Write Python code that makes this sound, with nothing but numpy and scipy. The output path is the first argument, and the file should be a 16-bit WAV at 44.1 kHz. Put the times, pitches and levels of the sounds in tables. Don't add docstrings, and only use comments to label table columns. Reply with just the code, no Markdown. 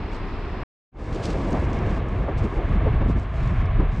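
import sys
import numpy as np
from scipy import signal
from scipy.fft import rfft, irfft
from scipy.io import wavfile
from scipy.ndimage import uniform_filter1d

SR = 44100
rng = np.random.default_rng(int(sys.argv[2]) if len(sys.argv) > 2 else 0)


def store_pcm(level_fs):
    pcm = np.round(np.clip(level_fs, -1, 1) * 32767).astype(np.int16)
    wavfile.write(sys.argv[1], SR, np.atleast_2d(pcm).T)


N = 176400
TIME_S = np.arange(N) / SR
FREQ_HZ = np.maximum(np.fft.rfftfreq(N, 1 / SR), 1)


def undb(db):
    return 10 ** (np.asarray(db) / 20)


def envelope(rows):
    return undb(np.interp(TIME_S, *np.array(rows, float).T))


def unit(x):
    return x / np.sqrt(np.mean(x ** 2))


def walk(rate_hz):
    width = max(int(SR / rate_hz), 2)
    drift = uniform_filter1d(rng.standard_normal(N), width, mode="wrap")
    return unit(uniform_filter1d(drift, width, mode="wrap"))


def even(x, span_s):
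    power = np.mean(np.atleast_2d(x) ** 2, axis=0)
    power = uniform_filter1d(power, int(span_s * SR))
    power = uniform_filter1d(power, int(span_s * SR / 2))
    return unit(x / np.sqrt(abs(power) + 1e-6))


def burst(centre_s, length_s):
    return 1 / np.sqrt(1 + (2 * (TIME_S - centre_s) / length_s) ** 4)


def stroke(start_s, attack_s, hold_s, decay_s):
    rise = .5 + .5 * np.tanh((TIME_S - start_s) / attack_s)
    return rise * np.exp(-np.maximum(TIME_S - start_s - hold_s, 0) / decay_s)


def colour(x, spectrum):
    freq_hz, gain_db = np.array(spectrum, float).T
    gain = undb(np.interp(np.log(FREQ_HZ), np.log(freq_hz), gain_db))
    skirts = np.minimum(FREQ_HZ / freq_hz[0], 1) ** 3 * np.minimum(freq_hz[-1] / FREQ_HZ, 1) ** 3
    return irfft(rfft(x) * gain * skirts, N)


# freq_hz, gain_db
SIDE_SPECTRUM = [(20, -4.5), (300, -12.5), (700, 2.5), (2000, 1.5), (5000, 14), (14000, 5.5)]

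def stereo_noise(spectrum, side_db=-65):
    mid, side = colour(rng.standard_normal((2, N)), spectrum)
    side = undb(side_db) * colour(side, SIDE_SPECTRUM)
    return unit(np.array([mid + side, mid - side]))


# freq_hz, relative_db
CALM_ROAR_SPECTRUM = [(170, -1), (280, -3.5), (400, -3.5), (530, -11), (660, -9), (850, -10.5),
                      (1100, -9.5), (1420, -15), (1700, -17), (1900, -16.5), (2150, -18), (2450, -20.5),
                      (2700, -21.5), (3000, -26.5), (3500, -29.5), (4300, -33), (5200, -36.5),
                      (6000, -46.5), (8000, -54), (10000, -62.5), (13000, -73)]
WINDY_ROAR_SPECTRUM = [(250, 1), (400, 6), (530, -0.5), (660, 7.5), (850, -1), (1100, 5), (1420, -3.5),
                       (1700, -0.5), (1900, -5.5), (2150, -2.5), (2450, -8.5), (2700, -9), (3000, -13.5),
                       (3500, -16), (4300, -25.5), (5200, -35.5), (6500, -39), (8000, -47.5), (12000, -71)]
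# time_s, level_db
WINDY_ROAR_LEVEL = [(.95, -47.5), (1.1, -41), (1.2, -38.5), (1.45, -37), (1.62, -35), (1.87, -34.5),
                    (2.12, -38.5), (2.4, -36.5), (2.55, -38), (2.75, -35), (3, -35.5), (3.28, -39.5),
                    (3.48, -35.5), (3.63, -36), (3.78, -36.5), (3.9, -37), (4, -40.5)]

def lava_fountain(spectrum, side_db=-65, flicker_db=0.8):
    rush = rfft(stereo_noise(spectrum, side_db))
    octave = np.clip(np.log2(FREQ_HZ / 125), 0, 6)
    roar = 0
    for k in range(7):
        band = irfft(rush * np.maximum(1 - abs(octave - k), 0), N)
        roar += band * undb(flicker_db * walk(rate_hz=42))
    return unit(roar)


# start_s, hold_s, level_db
SWISHES = [(0.114, 0.045, -57), (0.974, 0.54, -59.5), (1.135, 0.021, -48.5), (1.17, 0.19, -56.5),
           (1.232, 0.03, -41), (1.287, 0.026, -47.5), (1.335, 0.32, -56), (1.67, .16, -60.5),
           (1.73, 0.033, -54.5), (1.845, 0.13, -56.5), (2.07, 0.17, -65), (2.379, 0.007, -48.5),
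           (2.427, 0.021, -53), (2.475, 0.098, -60.5), (2.617, 0.14, -65), (2.91, 0.041, -70.5),
           (3.078, 0.032, -56.5), (3.163, 0.066, -61), (3.24, 0.1, -71), (3.328, 0.18, -59.5),
           (3.518, 0.1, -63), (3.913, 0.1, -59.5)]
# freq_hz, relative_db
CLOTH_SPECTRUM = [(1000, -17.5), (2500, 11.5), (4700, 9), (6400, 4), (8000, 0.5), (9000, -8), (10200, -12),
                  (12000, -26), (14000, -31.5)]
SNAP_DECAY_S = 0.002

def cloth_swishes(snaps_per_s=140, snap_db=0.5, snap_spread_db=4.2, grain_db=1):
    power = 0
    for start_s, hold_s, level_db in SWISHES:
        attack_s = 0.0095 + .08 * hold_s
        power += (undb(level_db) * stroke(start_s, attack_s, hold_s, decay_s=0.018)) ** 2
    onsets = rng.random(N) < snaps_per_s / SR
    snaps = onsets * undb(snap_db + snap_spread_db * rng.standard_normal(N))
    crackle_power = signal.lfilter([1], [1, -np.exp(-2 / (SNAP_DECAY_S * SR))], snaps ** 2)
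    grain_power = unit(undb(grain_db * walk(rate_hz=300))) ** 2
    return stereo_noise(CLOTH_SPECTRUM) * np.sqrt(power * (grain_power + crackle_power))


# start_s, relative_db, centre_hz
TICKS = [(1.1508, -56, 7000), (1.5055, -45, 7000), (1.5104, -46, 7000), (1.5294, -37, 5200),
         (1.5404, -54, 8500), (1.5978, -46, 6500), (1.6244, -56, 9000), (1.7315, -39, 5500),
         (1.7893, -44, 5500), (2.0857, -48, 6000), (2.5674, -57, 6460), (2.6944, -54, 7500),
         (3.197, -47, 6650), (3.459, -51, 6800), (3.6581, -47, 5500)]

def cloth_ticks(gain_db=-3.5, half_width_octaves=0.38):
    white = rfft(rng.standard_normal(N))
    ticks = 0
    for start_s, relative_db, centre_hz in TICKS:
        band_pass = 1 / (1 + (np.log2(FREQ_HZ / centre_hz) / half_width_octaves) ** 4)
        band = unit(irfft(white * band_pass, N))
        snap = stroke(start_s, attack_s=.0008, hold_s=0, decay_s=SNAP_DECAY_S)
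        ticks += band * snap * undb(relative_db + gain_db)
    return ticks


# centre_s, length_s, level_db, pitch_hz
FALLING_TONES = [(2.582, .03, -31.5, 380), (2.875, .019, -24.5, 440)]

def falling_tones(fall_octaves_per_s=14, jitter_hz=50):
    tones = 0
    for centre_s, length_s, level_db, pitch_hz in FALLING_TONES:
        offset_s = np.clip(TIME_S - centre_s, -length_s, length_s)
        glide_hz = pitch_hz * 2 ** (-fall_octaves_per_s * offset_s)
        phase = 2 * np.pi * np.cumsum(glide_hz + jitter_hz * walk(rate_hz=400)) / SR
        tones += unit(np.sin(phase)) * undb(level_db) * burst(centre_s, length_s)
    return tones


# freq_hz, relative_db
FLUTTER_SPECTRUM = [(60, 6.5), (140, 2.5), (250, 3.5), (400, 0.5), (700, -7.5), (1200, -17), (2500, -48),
                    (5000, -45.5)]
# time_s, level_db
FLUTTER_LEVEL = [(1, -36), (1.15, -32), (1.35, -26), (1.56, -28.5), (1.75, -27.5), (1.9, -31), (2.1, -32.5),
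                 (2.24, -31), (2.35, -34), (2.62, -34.5), (2.8, -32.5), (2.97, -34.5), (3.12, -38),
                 (3.25, -43), (3.5, -48.5), (4, -42)]

def wind_flutter(roughness_db=1.5):
    puffs = undb(roughness_db * walk(rate_hz=39)) * stereo_noise(FLUTTER_SPECTRUM)
    return even(puffs, span_s=0.1) * envelope(FLUTTER_LEVEL)


# centre_s, length_s, level_db, low_hz, high_hz
BLASTS = [(1.081, 0.0048, -24.5, 50.7, 168.5), (1.16, 0.03, -33.5, 199.5, 450),
          (1.43, .025, -32, 78.4, 150), (1.481, 0.022, -31, 199, 374), (1.54, 0.025, -22, 150.4, 380),
          (1.564, .03, -30.5, 400, 854), (1.878, 0.019, -27.5, 100.3, 450), (1.919, .035, -27, 89.7, 170),
          (2.233, .012, -25, 101, 237), (2.291, 0.018, -25, 150, 678), (2.452, 0.018, -22, 170, 276),
          (2.593, .045, -33, 300, 750), (2.716, 0.021, -32.5, 130, 209), (2.769, 0.018, -20.5, 85.7, 132),
          (2.874, 0.018, -26, 168, 760), (3.012, 0.018, -25, 90, 161), (3.021, 0.009, -25, 132, 763),
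          (3.064, 0.014, -24, 129, 257), (3.097, 0.015, -21, 109, 259), (3.174, 0.024, -26.5, 120, 272),
          (3.42, 0.016, -28, 88.7, 168), (3.513, .06, -23, 84.6, 127), (3.622, 0.018, -20.5, 78.3, 123),
          (3.8, 0.013, -18.5, 70, 300), (3.802, 0.012, -28.5, 400, 927), (3.824, 0.039, -30, 127.3, 615)]

def wind_blasts(rolloff_order=2.7):
    blasts = 0
    for centre_s, length_s, level_db, low_hz, high_hz in BLASTS:
        high_pass = 1 / (1 + (low_hz / FREQ_HZ) ** 4)
        ratio = FREQ_HZ / high_hz
        low_pass = 1 / np.sqrt((1 + ratio) * (1 + ratio ** (2 * rolloff_order)))
        air = unit(irfft(rfft(rng.standard_normal(N)) * high_pass * low_pass, N))
        blasts += even(air, length_s) * undb(level_db) * burst(centre_s, length_s)
    return blasts


# freq_hz, relative_db
CALM_BUFFET_SPECTRUM = [(16, -12.5), (30, 3.5), (48, -3.5), (70, -6.5), (100, -8.5), (140, -16),
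                        (200, -20.5)]
WINDY_BUFFET_SPECTRUM = [(15, -32.5), (24, -2), (36, 3.5), (60, -0.5), (110, -6), (160, -12.5),
                         (220, -20.5), (400, -44), (900, -61.5)]
# time_s, relative_db
WINDY_BUFFET_LEVEL = [(.95, -32), (1.04, -34), (1.08, -29), (1.13, -28), (1.19, -33), (1.25, -33),
                      (1.35, -28), (1.57, -27), (1.63, -19), (1.68, -26), (1.82, -26), (1.87, -23),
                      (1.93, -25), (2.02, -24), (2.09, -28), (2.2, -22.5), (2.32, -29), (2.38, -21.5),
                      (2.45, -22), (2.5, -33), (2.56, -21), (2.63, -27), (2.68, -19.8), (2.98, -19.3),
                      (3.18, -20.5), (3.22, -28), (3.33, -28), (3.44, -19.5), (3.51, -27), (3.61, -18.5),
                      (3.7, -23), (3.79, -17), (3.9, -22.5)]

def wind_buffets(spectrum, side_db=-65):
    return even(stereo_noise(spectrum, side_db), span_s=0.085)


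def scene():
    rustle = cloth_swishes() + cloth_ticks()
    calm = lava_fountain(CALM_ROAR_SPECTRUM, side_db=-16) * undb(-34.5)
    calm += wind_buffets(CALM_BUFFET_SPECTRUM, side_db=-13.5) * undb(-29.5)

    windy = wind_buffets(WINDY_BUFFET_SPECTRUM) * envelope(WINDY_BUFFET_LEVEL) * undb(1)
    windy += wind_flutter() + wind_blasts() + falling_tones()
    windy += lava_fountain(WINDY_ROAR_SPECTRUM) * envelope(WINDY_ROAR_LEVEL)

    cut_s, fade_start_s, fade_s = .635, 0.917, 0.091
    calm_gate = np.clip(np.minimum(TIME_S, cut_s - TIME_S) / .001, 0, 1)
    fade_in = np.clip((TIME_S - fade_start_s) / fade_s, 0, 1) ** 1.43
    fade_out = np.clip((TIME_S[-1] - TIME_S) / 0.0017, 0, 1)
    return (calm + rustle) * calm_gate + (windy + rustle) * fade_in * fade_out


def record(dry):
    ceiling, cutoff_hz = .42, 12400
    rounded = dry / (1 + (dry / ceiling) ** 4) ** .25
    low_pass = signal.ellip(8, .2, 70, cutoff_hz, fs=SR, output="sos")
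    return signal.sosfilt(low_pass, rounded)


dry = scene()
out = record(dry)
store_pcm(out)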